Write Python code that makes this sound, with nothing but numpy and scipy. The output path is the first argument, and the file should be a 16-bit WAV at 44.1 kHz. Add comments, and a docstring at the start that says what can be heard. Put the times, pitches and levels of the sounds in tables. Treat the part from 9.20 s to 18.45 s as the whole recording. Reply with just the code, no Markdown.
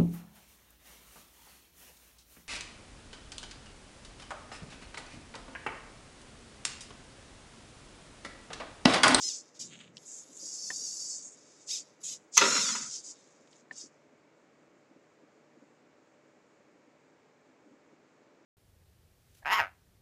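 """Geared servos whirr close by as a hobby robot arm on a table moves in short bursts.
Their gear teeth tap and grind; each move speeds up, cruises and brakes, and pitch, loudness and
brightness follow its pace. The arm drops a small block into a thin plastic tray, which rings
as the block bounces and rolls to rest. A few light clicks and a soft rustle sound over the hush
of a small furnished room."""
import sys
import numpy as np
from scipy import signal
from scipy.fft import rfft, irfft, next_fast_len
from scipy.io import wavfile
from scipy.ndimage import map_coordinates

SR = 44100
rng = np.random.default_rng(int(sys.argv[2]) if len(sys.argv) > 2 else 0)


def store_wav(level_fs):
    """Save 16-bit WAV to argv[1]."""
    pcm = np.round(np.clip(np.atleast_2d(level_fs), -1, 1) * 32767)
    wavfile.write(sys.argv[1], SR, pcm.T.astype(np.int16))


N = 407925

# Tone colours of the gearbox, the arm's ringing, the motor's thin buzz and a high fizz.
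# Each row: frequency in Hz, relative level in dB.
GEARBOX_COLOUR = [(3600, -35.5), (4100, -17), (4450, -4), (4950, 0), (5250, 1.5), (5550, 0.5), (6150, 1),
                  (6600, -9.5), (7400, -26.5)]
ARM_COLOUR = [(1400, -39), (2000, -19.5), (2450, -13.5), (2950, -8.5), (3300, -6.5), (3750, -3), (4300, -4),
              (5200, -23.5)]
MOTOR_COLOUR = [(5200, -25.5), (6200, -6), (6600, 2.5), (7350, 0.5), (7800, -3), (8150, -10.5),
                (8450, -11.5), (9000, -15.5), (9700, -20.5), (11000, -38.5)]
FIZZ_COLOUR = [(8000, -31), (10000, 5), (11200, -0.5), (12500, -13), (15500, -29)]

def servos():
    """Gear teeth tap the servo case and the arm; a second joint and sliding teeth add a grinding."""
    speed, grind, whirr_db, buzz_db, arm_db, fizz_db = arm_motion()
    # the controller keeps correcting the speed, the more so under load
    correction = grind * (.06 * wobble(55) + .02 * wobble(170))
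    tooth_count = np.cumsum(speed * (1 + correction)) / SR
    taps = gear_teeth(tooth_count, jitter_s=7e-6, scatter_db=2)
    second_count = np.cumsum(speed * .62 * (1 + .06 * wobble(45))) / SR
    second_joint = gear_teeth(second_count, jitter_s=14e-6, scatter_db=4)
    sliding = unit(rng.standard_normal(N) * np.exp(-1.5 * (tooth_count % 1)))  # a scrape after each tap
    grinding = unit(sliding + .9 * second_joint)
    kicks = amp(.5 * wobble(70))  # the controller feeds the motor unevenly
    gear_shake, motor_shake = (
        swinging_echoes(kicks * (np.sqrt(1 - share) * taps + np.sqrt(share) * grinding))
        for share in (grind, np.sqrt(grind)))  # the motor gets more of the grinding
    load_db = 1.2  # the changing load makes whirr and buzz swell unevenly
    whirr = amp(whirr_db + load_db * wobble(45)) * coloured(gear_shake, GEARBOX_COLOUR)
    arm_ring = amp(arm_db) * coloured(gear_shake, ARM_COLOUR)
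    buzz = amp(buzz_db + load_db * wobble(45)) * coloured(motor_shake, MOTOR_COLOUR)
    return whirr + arm_ring + buzz + amp(fizz_db) * noise(FIZZ_COLOUR)


# The arm's moves. Each row: start, speed-up time, cruise time and braking time in seconds, top speed
# in teeth per second, share of grinding from 0 to 1, then levels in dB of whirr, buzz, arm ring and fizz.
MOVES = [ (-0.025, 0.075, .027, 0.17, 1035, 0.16, -36, -38, -47, -60),
         (0.13, 0.051, 0.013, 0.051, 450, .45, -50.5, -50.5, -74, -80),
         (0.332, 0.029, 0.0098, 0.036, 360, 0.55, -62, -61, -66, -82),
         (0.386, .02, 0.0074, 0.093, 820, 0.32, -44, -44, -53.5, -63),
         (0.419, .06, 0.039, 0.23, 270, 0.56, -75, -59, -66, -94),
         (0.7, .15, 0.28, .1, 260, .5, -67.5, -63, -72.5, -75),
         (0.836, .055, .095, 0.078, 540, 0.41, -62, -46.5, -71.5, -72),
         (1.07, .14, 0.042, 0.11, 426, .5, -65, -51, -67.5, -66),
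         (1.172, 0.056, .2, .2, 700, 0.59, -46.5, -47, -69.5, -67),
         (1.15, 0.39, .28, .26, 920, 0.56, -42.5, -44, -68, -62),
         (1.76, 0.11, .05, 0.19, 800, .52, -44, -40.5, -69, -69),
         (1.901, 0.068, 0.098, 0.13, 440, 0.45, -62, -48, -73, -91),
         (2.05, 0.099, 0.29, 0.084, 336, 0.52, -67, -64, -75.5, -94),
         (2.455, .068, 0.026, 0.1, 1250, 0.3, -37.5, -39, -44, -56),
         (2.795, 0.021, 0.016, 0.018, 315, 0.57, -67, -65, -73, -70),
         (2.828, .016, .03, .11, 640, .42, -53, -40, -52.5, -61),
         (2.83, .06, .045, .055, 510, .42, -47, -45, -52.5, -60.5),
         (3.11, .1, .21, .4, 1520, .35, -33, -34, -38, -54.5),
         (3.64, 0.084, 0.041, 0.079, 525, 0.56, -44, -45, -56, -79),
         (3.808, 0.061, 0.025, .07, 530, .55, -51.5, -47.5, -66.5, -86.5),
         (3.9, 0.052, .02, .6, 260, 0.52, -70, -69, -73, -99.5),
         (4.28, 0.051, 0.063, 0.061, 270, 0.37, -73.5, -69.5, -74.5, -102),
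         (4.51, 0.021, .02, .04, 260, .5, -65, -63, -73, -98),
         (4.54, 0.041, .028, .09, 470, .18, -48, -50, -64, -80), ]
# In the widest swing the speed wavers under load. Each row: time in seconds, speed in teeth per second.
WIDE_SWING = [(3.2, 1250), (3.25, 1330), (3.27, 1420), (3.31, 1345), (3.335, 1410), (3.39, 1340),
              (3.41, 1375), (3.43, 1260), (3.455, 1240), (3.48, 1130), (3.51, 1110), (3.53, 1010),
              (3.555, 985), (3.58, 860)]

def arm_motion():
    """Speed, grinding share and four levels follow the pace; where moves overlap, the strongest leads."""
    t = np.arange(0, N, 64) / SR
    start, rise, hold, fall, top_speed, top_grind, *top_levels = np.transpose(MOVES)[:, :, None]
    pace = swell(t, start, rise, hold, fall)
    crawl_speed, crawl_grind = 200.9, .52  # a barely turning servo
    speeds = crawl_speed + (top_speed - crawl_speed) * pace
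    grinds = np.clip(crawl_grind + (top_grind - crawl_grind) * pace, 0, 1)
    grind = grinds[speeds.argmax(axis=0), np.arange(len(t))]
    swing = np.interp(t, *np.transpose(WIDE_SWING), left=0, right=0)
    speed = np.where(swing > 0, swing, speeds.max(axis=0))
    # after each move a faint tail of whirr and buzz dies away quickly
    since_stop = np.maximum(t - (start + rise + hold + fall), 0)
    tail_db = np.where(t > start + rise, -30.5 - 89.5 * since_stop, -np.inf)
    pace_db = 20 * np.log10(pace + 1e-6)
    powers = 1.7, 1.3, 2.6, 2.9  # how steeply whirr, buzz, arm ring and fizz grow with the pace
    levels = [np.max(db + np.maximum(power * pace_db, tail_db), axis=0)
              for db, power in zip(top_levels, powers)]
    return [np.interp(np.arange(N) / SR, t, curve) for curve in (speed, grind, *levels)]


def gear_teeth(count, jitter_s, scatter_db):
    """One sharp tap each time the tooth count passes a whole number, a little off in time and size."""
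    at = np.interp(np.arange(1, int(count[-1])), count, np.arange(N))
    chance = rng.standard_normal((len(at), 2))
    size = np.sqrt(np.gradient(at)) * amp(scatter_db * chance[:, 0])
    at = at + jitter_s * SR * chance[:, 1]
    index = at.astype(int)[:, None] + np.arange(-7, 9)  # spread out, so a tap can land between samples
    offset = index - at[:, None]
    taps = size[:, None] * np.sinc(offset) * np.cos(np.pi * offset / 16) ** 2
    return unit(np.bincount(np.clip(index, 0, N - 1).ravel(), taps.ravel(), N))


# The whirr bounces off the table top and the arm. Each row: delay in seconds, gain (minus flips the wave).
ARM_ECHOES = [(.0011, .35), (.0023, -.35), (.0041, .35)]

def swinging_echoes(x):
    """Echo paths change as the arm swings, so each overtone fades in and out."""
    n = np.arange(N)
    echoes = sum(gain * np.interp(n - np.round((delay + 7e-5 * wobble(22)) * SR), n, x)
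                 for delay, gain in ARM_ECHOES)
    return unit(x + echoes)


# The block hits the tray. Each row: start in seconds, level in dB, relative thump and crack levels in dB.
BOUNCES = [(3.1705, -13.5, -43.5, 1), (3.1766, -7.5, -51, 4.5), (3.1785, -10, -26, 0),
           (3.2132, -12, -36, -7.5), (3.216, -10.5, -10, -15), (3.2221, -15.5, -4.5, -12),
           (3.239, -16, -15, -10), (3.257, -17.5, -19, -12), (3.352, -22.5, -15, -5),
           (3.377, -25, -22, -6.5), (3.483, -27.5, -30, -11), (3.551, -25.5, -16, -7),
           (3.627, -37.5, -34, -7.5)]
# Ringing notes of the tray's walls and floor.
# Each row: pitch in Hz, relative level in dB, fade time in seconds before any extra damping.
WALL_NOTES = [(785, -8.5, .07), (1032, -5.5, 0.065), (950, -1.5, 0.07), (1237, 0.5, 0.14),
              (1263.7, 6, 0.086), (1347, 6, 0.068), (1634, -6.5, 0.044), (2024, 0, 0.08), (2003, 1.5, 0.14),
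              (2061, -5, .05), (2485, -10, 0.048), (2860, -11.5, 0.0601), (2590, -1, 0.18),
              (3556, -0.5, 0.044), (4320, -7.5, 0.037)]
FLOOR_NOTES = [(120, -18.5, 0.19), (187, -11, .12), (232, -4, 0.18), (312, 0, .09), (397, 4, .11),
               (457, -0.5, 0.09), (580, -1, .1)]
# Tone colours of a hit's clatter and sharp crack. Each row: frequency in Hz, relative level in dB.
CLATTER_COLOUR = [(410, -53), (700, -24), (805, -18.5), (957, 0), (1130, -11), (1310, -8), (1610, -17.5),
                  (2010, -4), (2180, -8), (4310, -8.5), (5000, -24), (6500, -48), (11000, -120)]
CRACK_COLOUR = [(3000, -25), (5000, -10.5), (6300, 3), (7300, -13), (9000, -27), (15500, -36)]

def bounces():
    """Each blow cracks, rings the tray's walls and thumps its floor."""
    out = np.zeros(N)
    for start, db, thump_db, crack_db in BOUNCES:
        walls = .5 * ring(WALL_NOTES, damping=1.93, attack_s=.00023, scatter_db=1)
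        clatter = .5 * burst(CLATTER_COLOUR, fade_s=.083)
        thump = amp(thump_db - 3.5) * ring(FLOOR_NOTES, damping=1, attack_s=.0018, scatter_db=2)
        crack = amp(crack_db) * burst(CRACK_COLOUR, fade_s=.02)
        add(out, start, amp(db) * (walls + clatter + thump + crack))
    return out


# Tone colours of the rolling block's rattle and the low drone of the tray's walls.
# Each row: frequency in Hz, relative level in dB.
RATTLE_COLOUR = [(750, -18.5), (1000, -6), (1300, 1.5), (1650, -8.5), (2050, -4), (2800, -10.5),
                 (4000, -17), (6000, -26.5)]
DRONE_COLOUR = [(300, -18.5), (420, -10.5), (530, -1.5), (620, -7), (800, -20.5)]

def rolling():
    """The block tumbles on, rattling and drumming the tray floor, softer and lower as it slows."""
    t = np.arange(N) / SR
    pace = swell(t, start=3.195, rise=.02, hold=0, fall=.52)
    hits = np.transpose(BOUNCES)[0]
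    since_hit = np.abs(t - hits[np.searchsorted(hits, t) - 1])
    flare = amp(7 * np.exp(-since_hit / .027))  # the rattle flares up after each bounce
    contacts = crackle(per_second=900)
    wall_ring = ring(WALL_NOTES[:7], damping=4.8, attack_s=.0003, scatter_db=1)
    walls = signal.fftconvolve(contacts, wall_ring)[:N]
    walls = coloured(walls, [(700, -20), (950, -5), (1250, -2), (1500, -2.5), (2200, -13.5)])
    walls = unit(walls * amp(2.54 * wobble(35)))
    brightness = 1.2 * pace ** .22
    rattle = (.87 * walls + brightness * coloured(contacts, RATTLE_COLOUR)) / np.hypot(.7, brightness)
    drum_hz = (180 + 75 * pace) * (1 + .17 * wobble(140))
    drum = unit(sine(drum_hz) * (1 + .9 * wobble(110)))
    return (amp(-34) * pace ** 1.5 * flare * rattle
            + amp(-44) * pace ** .93 * drum
            + amp(-39.5) * pace ** 3.4 * noise(DRONE_COLOUR))


# Hollow clicks and small plastic ticks. 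Each row: start in seconds, relative level in dB.
CLICKS = [(1.503, -22.5), (4.51, -29.5)]
TICKS = [(0.7692, -36), (0.779, -46), (4.274, -58.5), (4.329, -54.5)]
# A click's ringing notes. Each row: pitch in Hz, relative level in dB, fade time in seconds.
CLICK_NOTES = [(1803, 10.5, 0.026), (1910, 1, 0.016), (1003, -4.5, 0.033), (765, -13.5, 0.054),
               (326, -18, 0.074), (146, -23.5, 0.041)]
# A tick's tone colour. Each row: frequency in Hz, relative level in dB.
TICK_COLOUR = [(710, -31), (1200, -17), (2220, -12), (3060, 3.5), (4340, -2), (5060, 2.5), (6540, -10),
               (7710, -9.5), (14000, -52)]

def clicks():
    """Hollow clicks with one strong ring, and dry plastic ticks."""
    out = np.zeros(N)
    puff_colour = [(80, -6), (900, 0), (2500, -5), (5000, -12), (6500, -30)]
    for start, db in CLICKS:
        add(out, start, amp(db - 3.5) * ring(CLICK_NOTES, damping=1, attack_s=.002, scatter_db=1))
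        add(out, start, amp(db - 14) * burst(puff_colour, fade_s=.07))
    for start, db in TICKS:
        add(out, start, amp(db + 5) * burst(TICK_COLOUR, fade_s=.019))
    return out


# Short rubs. Each row: start in seconds, level in dB.
RUBS = [(0.5, -57.5), (0.54, -54.5), (0.582, -54.5), (0.622, -66), (0.652, -65.5)]
# Dull rumbles of handling. Each row: start in seconds, hold time in seconds, level in dB.
RUMBLES = [(0.385, 0.18, -60), (1.42, .1, -66.5), (2.82, .02, -68)]
# Their tone colours. Each row: frequency in Hz, relative level in dB.
RUB_COLOUR = [(1200, -13), (1800, -8), (2400, -4), (3200, -0.5), (3900, -8.5), (5000, -20)]
RUMBLE_COLOUR = [(40, -28), (90, -15), (150, 1), (200, 3), (260, -7.5), (400, -13)]

def rustle():
    """Something rubs in short crackling strokes; handling adds a dull rumble."""
    t = np.arange(N) / SR
    strokes = sum(amp(db) * swell(t, start, rise=.018, hold=.0074, fall=.036) for start, db in RUBS)
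    rumble = sum(amp(db) * swell(t, start, rise=.03, hold=hold, fall=.36) for start, hold, db in RUMBLES)
    crackles = coloured(crackle(per_second=1100), RUB_COLOUR)
    grip = amp(3.5 * wobble(60))
    return strokes * grip * crackles + rumble * noise(RUMBLE_COLOUR)


def idling():
    """The motors hold their position with a faint fluttering buzz, heard between moves."""
    return amp(-87.5 + 2.5 * wobble(14)) * noise(MOTOR_COLOUR)


# Dull handling bumps. Each row: start in seconds, peak level in dB.
BUMPS = [(0.05, -50.5), (1.093, -54), (1.225, -48.5), (1.616, -52.5), (4.197, -52.5), (4.512, -52),
         (4.636, -49.5), (5.707, -50.5), (5.759, -51.5), (6.019, -54), (6.362, -53), (8.456, -52),
         (8.509, -52.5)]
# Faint appliance tones. Each row: pitch in Hz, relative level in dB.
APPLIANCE_TONES = [(150.7, -81), (323.0, -76), (419.9, -78.5), (592.2, -77.5), (2245, -85.5)]
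# Tone colours of the room's hush and of its low hum and bumps.
# Each row: frequency in Hz, relative level in dB.
HUSH_COLOUR = [(15, -83.5), (25, -45.5), (140, -9.5), (178, -10.5), (267, -3.5), (389, -6), (421, -4),
               (582, -5.5), (666, -9.5), (722, -10.5), (2300, -17.5), (3260, -26.5), (7300, -29),
               (10100, -51.5), (15500, -52)]
LOW_COLOUR = [(120, -26.5), (220, -5), (290, -1.5), (380, -11), (560, -13), (800, -35)]

def hush():
    """Steady room noise with faint appliance tones, an uneven low hum and dull handling bumps."""
    bumps = np.zeros(N)
    for start, db in BUMPS:
        add(bumps, start, amp(db) * burst(LOW_COLOUR, fade_s=.13))
    tones = sum(amp(db - 1.5) * unit(sine(hz + 5 * wobble(25))) for hz, db in APPLIANCE_TONES)
    air = amp(-64.84) * noise(HUSH_COLOUR)
    hum = amp(-76.5 + 4.8 * wobble(37)) * noise(LOW_COLOUR)
    return air + hum + tones + bumps


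# How long the room rings. Each row: frequency in Hz, seconds to fade by 60 dB.
ROOM_FADES = [(200, .3), (2000, 0.24), (7000, 0.062), (14000, .1)]

def room_echo(x):
    """The room adds a short tail, each frequency dying at its own speed."""
    hz, t, spectrum = signal.stft(rng.standard_normal(SR // 2), SR, nperseg=256)
    fade = amp(-60 * t / along(ROOM_FADES, hz)[:, None])
    tail = signal.istft(spectrum * fade, SR, nperseg=256)[1]
    return signal.fftconvolve(np.pad(x, (150, 0)), tail / np.linalg.norm(tail))[:N]


def amp(db):
    """Turn decibels into a gain."""
    return 10 ** (np.asarray(db) / 20)


def unit(x):
    """Scale to an average (rms) level of 1."""
    return x / np.sqrt(np.mean(x ** 2) + 1e-20)


def along(points, hz):
    """Read between (Hz, value) points, spacing octaves evenly."""
    freqs, values = np.transpose(points)
    return np.interp(np.log(hz + 1), np.log(freqs + 1), values)


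def swell(t, start, rise, hold, fall):
    """Pace of a motion from 0 to 1: it creeps, speeds up, holds, then brakes evenly."""
    up = np.sin(np.pi / 2 * np.clip((t - start) / rise, 0, 1))
    down = np.clip(1 - (t - start - rise - hold) / fall, 0, 1)
    return up ** 1.35 * down


def wobble(per_second):
    """A smooth curve through this many random values a second."""
    coarse = np.arange(0, N + 32, 32)
    values = rng.standard_normal(int(N * per_second / SR) + 4)
    return np.interp(np.arange(N), coarse, map_coordinates(values, [coarse * per_second / SR]))


def sine(hz):
    """A pure tone that follows a changing pitch."""
    return np.sin(2 * np.pi * np.cumsum(hz) / SR)


def crackle(per_second):
    """Tiny taps at random times and strengths."""
    return (rng.random(N) < per_second / SR) * rng.standard_normal(N)


def coloured(x, colour):
    """Give x a tone colour that falls steeply beyond its ends; the result has level 1."""
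    size = 2 * next_fast_len(len(x) // 2 + 4096)
    hz = np.fft.rfftfreq(size, 1 / SR)
    closed = [(colour[0][0] / 2, -100), *colour, (colour[-1][0] * 2, -100)]
    cepstrum = irfft(np.log(amp(along(closed, hz))), size)
    cepstrum[1:size // 2] *= 2  # folded so the filter rings only after a tap, never before
    cepstrum[size // 2 + 1:] = 0
    return unit(irfft(rfft(x, size) * np.exp(rfft(cepstrum)), size)[:len(x)])


def noise(colour):
    """Steady coloured noise at level 1."""
    return coloured(rng.standard_normal(N), colour)


def burst(colour, fade_s):
    """A puff of coloured noise with peak 1, dying by 60 dB in fade_s."""
    t = np.arange(SR // 2) / SR
    x = coloured(rng.standard_normal(len(t)) * amp(-60 * t / fade_s), colour)
    return x / np.abs(x).max()


def ring(notes, damping, attack_s, scatter_db):
    """A struck object's notes ring and fade, at new strengths on each hit; peak 1."""
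    t = np.arange(SR // 2) / SR
    x = np.zeros(len(t))
    for hz, db, fade_s in notes:
        loudness = amp(db + scatter_db * rng.normal() - 60 * t * damping / fade_s)
        x += loudness * np.sin(2 * np.pi * (hz * t + rng.random()))
    x *= 1 - np.exp(-t / attack_s)
    return x / np.abs(x).max()


def add(track, start, x):
    """Mix x into the track at start seconds."""
    part = track[round(start * SR):][:len(x)]
    part += x[:len(part)]


def scene():
    """The arm is near; the tray lies farther off on the floor, and its sounds carry no deep bass."""
    arm = servos() + idling() + rustle()
    bass_cut = signal.butter(3, 120, "high", fs=SR, output="sos")
    tray = signal.sosfilt(bass_cut, bounces() + rolling())
    return (arm + clicks() + tray + room_echo(amp(-12) * arm + amp(-9.5) * tray) + hush())[None]


def record(dry):
    """The microphone rounds off the sharpest peaks and keeps nothing above its highest frequency."""
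    ceiling, top_hz = .8, 15750
    rounded = dry / (1 + np.abs(dry / ceiling) ** 4) ** (1 / 4)
    size = next_fast_len(N + SR // 2)
    passed = np.fft.rfftfreq(size, 1 / SR) < top_hz
    return irfft(rfft(rounded, size) * passed, size)[:, :N]


dry = scene()
out = record(dry)
store_wav(out)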